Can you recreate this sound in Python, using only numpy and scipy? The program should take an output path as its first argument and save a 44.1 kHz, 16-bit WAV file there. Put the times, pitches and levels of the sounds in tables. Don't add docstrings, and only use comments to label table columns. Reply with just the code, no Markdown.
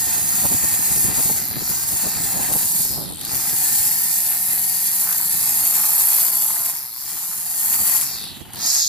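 import sys
import numpy as np
from scipy import signal
from scipy.fft import rfft, irfft, next_fast_len
from scipy.io import wavfile

SR = 44100
rng = np.random.default_rng(int(sys.argv[2]) if len(sys.argv) > 2 else 0)


def digitize_waveform(pressure):
    field = np.atleast_2d(pressure).T
    bounded = np.clip(field, -1, 1)
    quanta = np.round(bounded * 32767).astype(np.int16)
    wavfile.write(sys.argv[1], SR, quanta)


N = 391608


def amp(db):
    return 10 ** (np.asarray(db) / 20)


def unit(x):
    return x / np.sqrt(np.mean(x ** 2) + 1e-20)


def along(points, hz):
    f, v = np.transpose(points)
    return np.interp(np.log(hz + 1), np.log(f + 1), v)


def curves(rows):
    s, *cols = np.transpose(rows)
    return [np.interp(np.arange(N) / SR, s, c) for c in cols]


def wobble(rate):
    size = int(N * rate / SR) + 8
    fine = signal.resample(rng.standard_normal(size), 8 * size)
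    return np.interp(np.arange(N) * 8 * rate / SR, np.arange(len(fine)), fine)


def filtered(x, response):
    m = next_fast_len(N + 8192)
    return irfft(rfft(x, m) * response(np.fft.rfftfreq(m, 1 / SR)), m)[..., :N]


def coloured(x, spectrum):
    size = 4096
    log_gain = np.log(amp(along(spectrum, np.fft.rfftfreq(size, 1 / SR))))
    cepstrum = irfft(log_gain)
    cepstrum[1:size // 2] *= 2
    cepstrum[size // 2 + 1:] = 0
    impulse = irfft(np.exp(rfft(cepstrum)))
    return unit(signal.oaconvolve(x, impulse[None], axes=1)[:, :N])


def noise():
    return rng.standard_normal((2, N))


def eddies(pitch, band_hz):
    slow_noise = filtered(noise(), lambda hz: np.exp(-(hz / band_hz) ** 2))
    return unit(slow_noise * np.cos(2 * np.pi * np.cumsum(pitch) / SR))


def spread(pair, side_db):
    side = amp(side_db) * pair[1]
    return np.array([pair[0] + side, pair[0] - side])


def per_cycle(cycles):
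    return rng.standard_normal(4000)[cycles.astype(int) % 4000]


# f/Hz, density/dB
AIR = [(100, -3), (800, -7), (2500, 1), (12000, -17), (15000, -18)]
AIR_DB = -62


def outdoor_air():
    return amp(AIR_DB) * coloured(noise(), AIR)


# t/s, relative level/dB
WIND = [(0, -39), (1.2, -37.5), (1.9, -41.5), (2.5, -40.5), (3.35, -39), (3.85, -48.5), (4.95, -53.5),
        (5.35, -44), (6.1, -51.5), (6.9, -57), (7.6, -52), (8.15, -42.5), (8.6, -43.5), (8.88, -53)]
# t/s, relative level/dB, half length/s, flutter relative to the puff/dB
PUFFS = [(0.176, -35, .025, -8), (0.347, -33, 0.014, -16), (0.451, -27.5, 0.016, 2),
         (0.526, -26.5, .022, -2.5), (0.644, -28.5, .018, -7), (.735, -38, .014, 0), (.885, -37, .02, -1),
         (1.082, -29.5, 0.043, -6), (1.192, -27.5, 0.019, -1.5), (1.26, -28.5, .015, -4),
         (1.303, -31, .013, 3), (1.567, -29, 0.028, -7), (1.706, -28.5, 0.014, -5), (1.93, -37, 0.014, 0),
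         (2.062, -25.5, 0.019, -3.5), (2.385, -31.5, .06, -1), (2.514, -29.5, 0.023, 0),
         (2.56, -26.5, .016, -2), (2.99, -32.5, 0.064, -1), (3.118, -32, 0.024, -5), (3.332, -33, .03, -14),
         (7.151, -42, .022, -5), (7.818, -33.5, .018, -6.5)]
# f/Hz, relative density/dB
BUFFET = [(20, -24), (45, -8), (90, 0.5), (180, -0.5), (300, -6.5), (600, -18), (1200, -25.5), (3000, -29)]
PUFF = [(30, -12), (100, 0.5), (200, 1), (400, -10.5), (900, -26), (3000, -56)]
FLUTTER = [(80, -14), (250, 2), (450, -1), (850, 0.5), (1400, -11.5), (3000, -64)]


def wind():
    t = np.arange(N) / SR
    lumps = amp(4.7 * np.array([wobble(50), wobble(50)]))
    rumble = amp(curves(WIND)[0] + 2.5) * unit(lumps * coloured(noise(), BUFFET))
    puff_force, flutter_force = np.zeros(N), np.zeros(N)
    for s, db, half, bright_db in PUFFS:
        swell = amp(db - 2.5) * np.exp(-((t - s) / half) ** 2)
        puff_force += swell
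        flutter_force += swell * amp(bright_db)
    puffs = puff_force * coloured(noise(), PUFF) + flutter_force * coloured(noise(), FLUTTER)
    return rumble + puffs * amp(2.5 * np.array([wobble(90), wobble(90)]))


# f/Hz, time to fall 60 dB/s
YARD = [(200, 0.053), (2000, 0.099), (12000, 0.02)]


def yard(x):
    hop = SR // 8
    out = np.zeros((2, N + SR))
    padded = np.pad(x, ((0, 0), (hop, 2 * hop)))
    window = np.sqrt(np.hanning(2 * hop))
    for start in range(0, N + hop, hop):
        hz, t, z = signal.stft(rng.standard_normal((2, SR // 4)), SR, nperseg=256)
        decay = amp(-60 * t / along(YARD, hz)[:, None])
        tail = signal.istft(z * decay, SR, nperseg=256)[1]
        tail = tail / np.linalg.norm(tail[0])
        piece = signal.fftconvolve(padded[:, start:start + 2 * hop] * window, tail, axes=1)
        out[:, start:start + piece.shape[1]] += piece
    return out[:, hop:hop + N]


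# t/s, turns per second
SPEED = [(0, 88.2), (.22, 87.8), (.45, 89.7), (.7, 87.8), (.79, 85), (.9, 84.6), (1.18, 87.1), (1.32, 86),
         (1.87, 83), (2.08, 85), (2.3, 83.7), (2.52, 79), (2.8, 83.7), (3.5, 85.2), (3.7, 87.5), (4, 87),
         (4.2, 87.5), (4.35, 86.3), (4.5, 87.8), (4.97, 89.4), (5.2, 84.7), (5.6, 88.2), (5.72, 86.9),
         (6, 86.1), (6.42, 85.8), (6.55, 86.6), (6.7, 85), (7.1, 88.8), (7.95, 88.8)]
# off t/s, on t/s
EASES = [(1.32, 1.548), (2.81, 3.166), (6.7, 6.92), (7.96, 8.5), (8.75, 8.85)]
COAST_S, SPIN_UP_S = .48, .19
THROTTLE_S, PICKUP_S = 0.11, .04


def throttle():
    t = np.arange(N) / SR
    share, lever = np.ones(N), np.ones(N)
    for off, on in EASES:
        coast = np.interp(off, t, share) * np.exp(-(np.clip(t, off, on) - off) / COAST_S)
        recovering = 1 - (1 - coast) * np.exp(-np.maximum(t - on, 0) / SPIN_UP_S)
        share = np.where(t < off, share, recovering)
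        travel = np.maximum(off + THROTTLE_S - t, t - on - PICKUP_S) / THROTTLE_S
        lever = np.where(t < off, lever, np.clip(travel, 0, 1))
    surge = lever * (1 - share)
    return curves(SPEED)[0] * share, surge, lever


FULL_SPEED = 87


def effort(speed, surge, slope_db, surge_db):
    return slope_db * np.log10(speed / FULL_SPEED) + surge_db * surge


HEAD_TEETH, PINION_TEETH = 21, 15


def power_strokes(turns):
    return turns * HEAD_TEETH / PINION_TEETH / 2


# f/Hz, width/Hz, far level/dB, near level/dB
PIPE = [(120, 29, -3, -8), (240, 70, -5, -9), (670, 30, -7, 3), (735, 34, 4, 5.5), (840, 40, -1, 5),
        (912, 40, 1.5, 1), (985, 50, -2, -8)]


def muffler(fired, column):
    def ring(f):
        total = 0
        for k, row in enumerate(PIPE):
            damping = 1j * f * row[1]
            total = total + amp(row[column]) * damping / (row[0] ** 2 - f * f + damping) * (-1) ** k
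        return total
    return unit(filtered(fired, ring))


# t/s, relative gas rush level/dB, relative rattle level/dB
ENGINE = [(0, -45.5, -37), (1.2, -38, -37.5), (1.9, -41.5, -41.5), (2.45, -36.5, -36), (2.9, -42.5, -45.5),
          (3.5, -40.5, -40.5), (4, -48, -42), (4.8, -55, -42.5), (5.8, -42, -41), (7.1, -54, -50.5),
          (8, -45.5, -42), (8.6, -37, -39.5), (8.88, -67, -42.5)]
# t/s, level/dB
NOTE = [(0, -51), (1.2, -49), (1.8, -52), (2.1, -50), (2.8, -52), (3.2, -51), (3.5, -46), (3.9, -46),
        (4.3, -46.5), (5, -47.5), (6.2, -47.5), (6.7, -52), (7.3, -56), (7.8, -51), (8.3, -52), (8.62, -41),
        (8.74, -48), (8.88, -54)]
# t/s, nearness 0-1
APPROACH = [(4.9, 0), (5.4, 1)]
# f/Hz, relative density/dB
MUFFLER = [(50, -38), (120, -8.5), (185, -3), (250, -2.5), (370, -5.5), (520, -25), (620, -8), (720, 2),
           (900, 1), (1060, -5.5), (1250, -5), (2000, -18.5), (3200, -36), (6000, -45)]
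RATTLE = [(300, -10), (550, -14), (750, 4.5), (1050, -2), (1400, -2.5), (1900, 4.5), (2250, -2.5),
          (2600, 1.5), (3000, -10.5), (4500, 0.5), (9000, -42)]
SHUT_DB = -13
MISFIRE = .16


def engine(speed, surge, turns, lever):
    gas_db, rattle_db = curves(ENGINE) + effort(speed, surge, slope_db=19.0, surge_db=22)
    firings = power_strokes(turns)
    shut = 1 - lever
    uneven = np.maximum.accumulate(firings + MISFIRE * shut * wobble(60))
    strength = amp((.35 + 3 * shut) * per_cycle(uneven))
    fired = np.diff(np.floor(uneven), prepend=0) * strength
    near = curves(APPROACH)[0]
    note_db = curves(NOTE)[0] + SHUT_DB * shut + effort(speed, surge, slope_db=65, surge_db=8)
    ringing = (1 - near) * muffler(fired, column=2) + near * muffler(fired, column=3)
    note = amp(note_db) * unit(ringing)
    gate = np.exp(0.6 * np.cos(2 * np.pi * firings))
    gas = amp(gas_db - 5.5 + wobble(16)) * coloured(gate * noise(), MUFFLER)
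    rattle = amp(rattle_db - 2.0 + 2.5 * wobble(14)) * coloured((1.5 + gate) * noise(), RATTLE)
    return note + spread(gas + rattle, -13.5)


# t/s, relative level/dB
GEAR = [(0, -46), (1, -46), (2.1, -48.5), (2.75, -48.5), (2.95, -60), (3.5, -46.5), (4.2, -50), (4.9, -49),
        (5.7, -49.5), (6.1, -57), (7.45, -64), (7.58, -49.5), (8, -52), (8.6, -75)]
GEAR_SLOPE_DB = 73


def gear_whine(speed, turns):
    mesh = 2 * np.pi * HEAD_TEETH * turns + .2 * wobble(40)
    level_db = curves(GEAR)[0] + GEAR_SLOPE_DB * np.log10(speed / FULL_SPEED)
    once_a_turn = 1 + .3 * np.sin(2 * np.pi * turns)
    return amp(level_db + 1.0 * wobble(14)) * once_a_turn * np.sin(mesh)


# t/s, relative fundamental level/dB, overtone level/dB, tilt 0-1
SWING = [(0, -48, -54, 0), (.5, -49, -57, .5), (1.25, -50, -55, .5), (1.8, -51, -58, 0),
         (2.35, -48, -53, .2), (2.75, -52, -58, 0), (3.5, -51, -55, 0), (3.8, -52, -52.5, 0),
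         (4.1, -53.5, -60, .3), (4.9, -52.5, -61, 0), (5.3, -54.5, -57, .2), (6.2, -54.5, -56, .5),
         (6.55, -56, -48.5, 1), (6.75, -58, -51, 1), (7.05, -60, -62, .3), (7.45, -57, -60, .3),
         (7.75, -54, -52, 0), (8.2, -55, -55, 0), (8.6, -55, -57, .4)]
# multiple, level upright/dB, level tilted/dB
HUM = [(2, -15, -14), (3, -14, -9), (4, -10, -4), (5, 0, -2.5), (6, -3, 1.5), (7, -8, -6), (8, -6.5, -9)]
# f/Hz, level change/dB
GROUND_DIP = [(370, 0), (440, -9), (600, -11), (680, 0)]
HUM_SLOPE_DB = 75


def line_hum(speed, turns, lever):
    fundamental_db, overtones_db, tilt = curves(SWING)
    overtones_db = overtones_db + SHUT_DB * (1 - lever)
    partials = [(1, fundamental_db)]
    for k, upright, tilted in HUM:
        shape_db = (1 - tilt) * upright + tilt * tilted
        partials.append((k, overtones_db + shape_db + along(GROUND_DIP, 2 * k * speed)))
    hum = 0
    for k, db in partials:
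        hum = hum + amp(db + wobble(5)) * np.sin(4 * np.pi * k * turns + .15 * wobble(12))
    return hum * amp(HUM_SLOPE_DB * np.log10(speed / FULL_SPEED))


def head(speed, turns, lever):
    return np.sqrt(2) * (gear_whine(speed, turns) + line_hum(speed, turns, lever))


SLAP_PASSES = .06


def landings(passes):
    since = passes - .35
    return np.exp(-(since % 1) / SLAP_PASSES) * amp(2.5 * np.clip(per_cycle(since), -2, 1.5))


# t/s, depth 0-1
DEPTH = [(4.9, 0), (5.1, 1), (6.6, 1), (6.9, 0)]
STUMBLE = .1


def snaps(turns, focus, between, scatter_db, grain_db, slap):
    passes = 2 * turns
    stray = (0.091 + STUMBLE * curves(DEPTH)[0]) * wobble(300)
    burst = np.exp(focus * (np.cos(2 * np.pi * (passes + stray) - np.pi) - 1))
    force = between + burst * amp(scatter_db * np.clip(per_cycle(passes), -1.8, 1.8))
    return (force * amp(grain_db * wobble(2500)) + slap * landings(passes)) * noise()


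# t/s, level/dB
SCUFF = [(4.9, -56), (5.1, -37), (5.38, -51.5), (5.87, -38.5), (6.66, -43.5), (7.33, -45.5), (7.48, -56),
         (7.62, -44.5), (8.1, -40.5)]


def scuff(speed, surge, turns):
    start, end = SCUFF[0][0], SCUFF[-1][0]
    level_db, = curves([(start - .1, -90), *SCUFF, (end + 0.28, -90)])
    dull = [(600, -26.5), (900, -6.5), (1150, -8.5), (1500, -11.5), (2500, -17.0), (5000, -59)]
    rasp = coloured(snaps(turns, focus=1, between=0.33, scatter_db=6.5, grain_db=2, slap=2.4), dull)
    return amp(level_db + effort(speed, surge, slope_db=58, surge_db=-10)) * spread(rasp, -18)


# t/s, relative strike level/dB
GRIT = [(0.7394, -15), (2.4094, -24), (2.482, -20), (3.2116, -17.5), (3.2495, -17), (3.4962, -15),
        (5.1264, -10), (6.1314, -15), (6.2484, -16), (7.9645, -11), (8.0125, -13), (8.239, -24),
        (8.534, -26.5), (8.662, -16)]


def grit():
    force, t = np.zeros(N + SR), np.arange(SR // 20) / SR
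    for s, db in GRIT:
        force[round(s * SR):][:len(t)] += amp(db - 5.0 - 60 * t / 0.025)
    return force[:N] * coloured(noise(), [(500, -47), (2000, 7), (6000, 7), (12000, 22), (15000, 8)])


# t/s, length/s, relative crack level/dB
SKITTERS = [(.735, .014, -21), (1.578, .018, -20), (2.521, .022, -15), (3.247, .012, -20),
            (3.342, .014, -16), (5.826, .012, -13), (7.537, .012, -18), (7.728, .022, -14),
            (7.83, .07, -17), (8.495, .02, -36), (8.535, .035, -27)]


def skitter(turns):
    t = np.arange(N) / SR
    force = sum(amp(db) * ((t > s) & (t < s + length)) for s, length, db in SKITTERS)
    crack = coloured(noise(), [(500, -25), (2000, -5), (6000, -5), (12000, 3), (15000, -3)])
    return force * landings(2 * turns) * crack


# t/s, relative level/dB
WHISTLE = [(0, -31), (3.6, -30.5), (4.6, -35.5), (6.2, -35), (7.45, -39.5), (7.65, -38), (8.28, -24.5),
           (8.52, -34.5), (8.7, -19.5)]
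# t/s, share of the approaching tip's whistle that is heard
LIFT = [(8.5, .31), (8.72, .9)]


def whistle(speed, surge, turns, shed_hz=5550, doppler=.24, band_hz=850):
    pitch = shed_hz * (speed / 63) ** 0.73
    swing = doppler * speed / 63 * np.abs(np.sin(2 * np.pi * turns))
    receding = eddies(pitch / (1 + swing), band_hz)
    approaching = eddies(pitch / (1 - swing), band_hz)
    tips = (receding + curves(LIFT)[0] * approaching) / np.sqrt(2)
    inner_spectrum = [(2500, -26.0), (3600, -14.5), (4400, 1.0), (5100, -2.5), (5900, -12.5), (8000, -8.5)]
    inner = coloured(noise(), inner_spectrum)
    fast = np.clip((speed - 60) / 20, 0, .95)
    level_db = curves(WHISTLE)[0] + effort(speed, surge, slope_db=46, surge_db=11.0)
    return amp(level_db) * (np.sqrt(1 - fast) * 1.4 * tips + np.sqrt(fast) * 0.67 * inner)


# t/s, length/s, level change/dB
SLIPS = [(1.116, 0.084, -3.5), (2.13, 0.064, -3), (6.315, 0.018, -3), (7.507, .07, -0.5)]


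def contact_db():
    t = np.arange(N) / SR
    return sum(db * np.exp(-(2 * (t - s) / length) ** 2) for s, length, db in SLIPS)


# t/s, relative grass shred level/dB, hard edge bite level/dB
CUT = [(0, -30.5, -38), (.6, -29.5, -35), (1.15, -28.5, -32), (1.5, -28.5, -25.5), (2.1, -29, -40),
       (2.35, -28.5, -38), (2.85, -27, -25.5), (3.2, -28.5, -30), (3.65, -27, -24), (4.5, -32.5, -24),
       (5.25, -30, -22.5), (6.2, -27, -18.5), (6.7, -33, -25), (7.1, -33.5, -31), (7.45, -37, -28.5),
       (7.65, -31, -22.5), (8, -29, -24), (8.26, -29.5, -31.5), (8.35, -25.5, -39), (8.75, -29.5, -34)]
# t/s, level/dB
CATCHES = [(1, -25.5), (1.209, -30), (1.7, -26), (2.55, -24), (2.77, -31), (3.36, -24), (7.96, -22),
           (8.68, -34)]
# t/s, clear 0-1
CLEAR = [(8.26, 0), (8.33, 1)]
# f/Hz, relative density/dB
SHRED = [(900, -39), (2000, -15), (3000, -18), (4600, -8), (5800, -10.5), (7200, -1.5), (9500, -2),
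         (11500, 0.5), (14000, -2), (15400, 1)]
BITE = [(6000, -35.5), (9300, -14), (10500, -4), (11800, 1.5), (12900, -4), (14000, -21), (15400, -24)]
CATCH_S = 0.033
KICK_DB = 2.6
SLOW_FOCUS = 1.5


def cutting(speed, surge, turns):
    t = np.arange(N) / SR
    shred_db, bite_db = curves(CUT)
    shred_db = shred_db + effort(speed, surge, slope_db=73, surge_db=16.5)
    bite_db = bite_db + effort(speed, surge, slope_db=31.0, surge_db=-6)
    catches = sum(amp(db) * np.exp(-((t - s) / CATCH_S) ** 2) for s, db in CATCHES)
    tufts = wobble(45)
    touching = 1 - curves(CLEAR)[0]
    distinct = SLOW_FOCUS * touching * np.clip(1 - speed / FULL_SPEED, 0, 1)
    stroke = np.cos(2 * np.pi * power_strokes(turns) + .8 * wobble(15))
    kick = amp(KICK_DB * curves(DEPTH)[0] * (stroke - .15))
    grass_snaps = snaps(turns, focus=0.14 + distinct, between=1.0, scatter_db=1.9, grain_db=1.34,
                        slap=0.8 * touching)
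    edge_snaps = snaps(turns, focus=0.69 + distinct, between=0.78, scatter_db=2.0, grain_db=2.4, slap=1.4)
    shred = coloured(grass_snaps, SHRED)
    bite = kick * coloured(edge_snaps, BITE)
    toward = np.exp(1.3 * np.cos(4 * np.pi * turns - np.pi))
    chirps = unit(toward * eddies(np.minimum(222 * speed, 12500), band_hz=1900))
    coasting = touching * np.clip((80 - speed) / 18, 0, .7)
    edge = np.sqrt(1 - coasting) * bite + np.sqrt(coasting) * chirps
    edge_level = np.hypot(amp(bite_db + 0.22 * tufts), catches)
    return amp(shred_db + 7.5 + 0.99 * tufts) * shred + edge_level * edge


# t/s, left-right balance/dB, nearness 0-1
BEARING = [(0.6, 0, 0), (3.7, .3, .6), (6, 1, 1), (7.4, 1, .75), (8.8, -.5, .4)]
# f/Hz, side-to-mid level far/dB, side-to-mid level near/dB,
# share of the side that is direct sound (negative where the left port leads by over half a cycle)
WIDTH = [(1500, -5, -14, 0.2), (3499, -45, -9, 0.7), (5540, -42, 1, 0.6), (6300, 8.5, 0.5, -.18),
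         (8340, -1.5, 4, -0.17), (10000, 7.5, -4, -0.7), (11800, 4, -19, -.7), (15030, 0.5, -2.5, -0.5)]


def ports(pair):
    table = np.array(WIDTH)

    def direct(hz):
        return np.clip(along(table[:, ::3], hz), -1, 1)

    def widened(side, column):
        return filtered(side, lambda hz: amp(along(table[:, [0, column]], hz)))

    direct_side = filtered(pair[0], lambda hz: 1j * direct(hz))
    scattered_side = filtered(pair[1], lambda hz: np.sqrt(1 - direct(hz) ** 2))
    side = direct_side + scattered_side
    balance_db, near = curves(BEARING)
    side = (1 - near) * widened(side, 1) + near * widened(side, 2)
    return np.array([pair[0] + side, pair[0] - side]) * amp(np.array([[1], [-1]]) * balance_db / 2)


def scene():
    speed, surge, lever = throttle()
    turns = np.cumsum(speed) / SR
    contact = amp(contact_db())
    cut = contact * cutting(speed, surge, turns)
    line = ports(cut + whistle(speed, surge, turns) + grit() + skitter(turns))
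    motor = engine(speed, surge, turns, lever) + head(speed, turns, lever)
    motor = (motor + contact * scuff(speed, surge, turns)) * amp([[-.5], [.5]])
    echo = yard(amp(-4) * line + amp(-11) * motor)
    return line + motor + echo + wind() * amp([[-.6], [.6]]) + outdoor_air()


TOP_HZ = 15520


def record(dry):
    rounded = dry / (1 + np.abs(dry / .9) ** 6) ** (1 / 6)
    return filtered(rounded, lambda hz: 1 / (1 + (hz / TOP_HZ) ** 400))


dry = scene()
out = record(dry)
digitize_waveform(out)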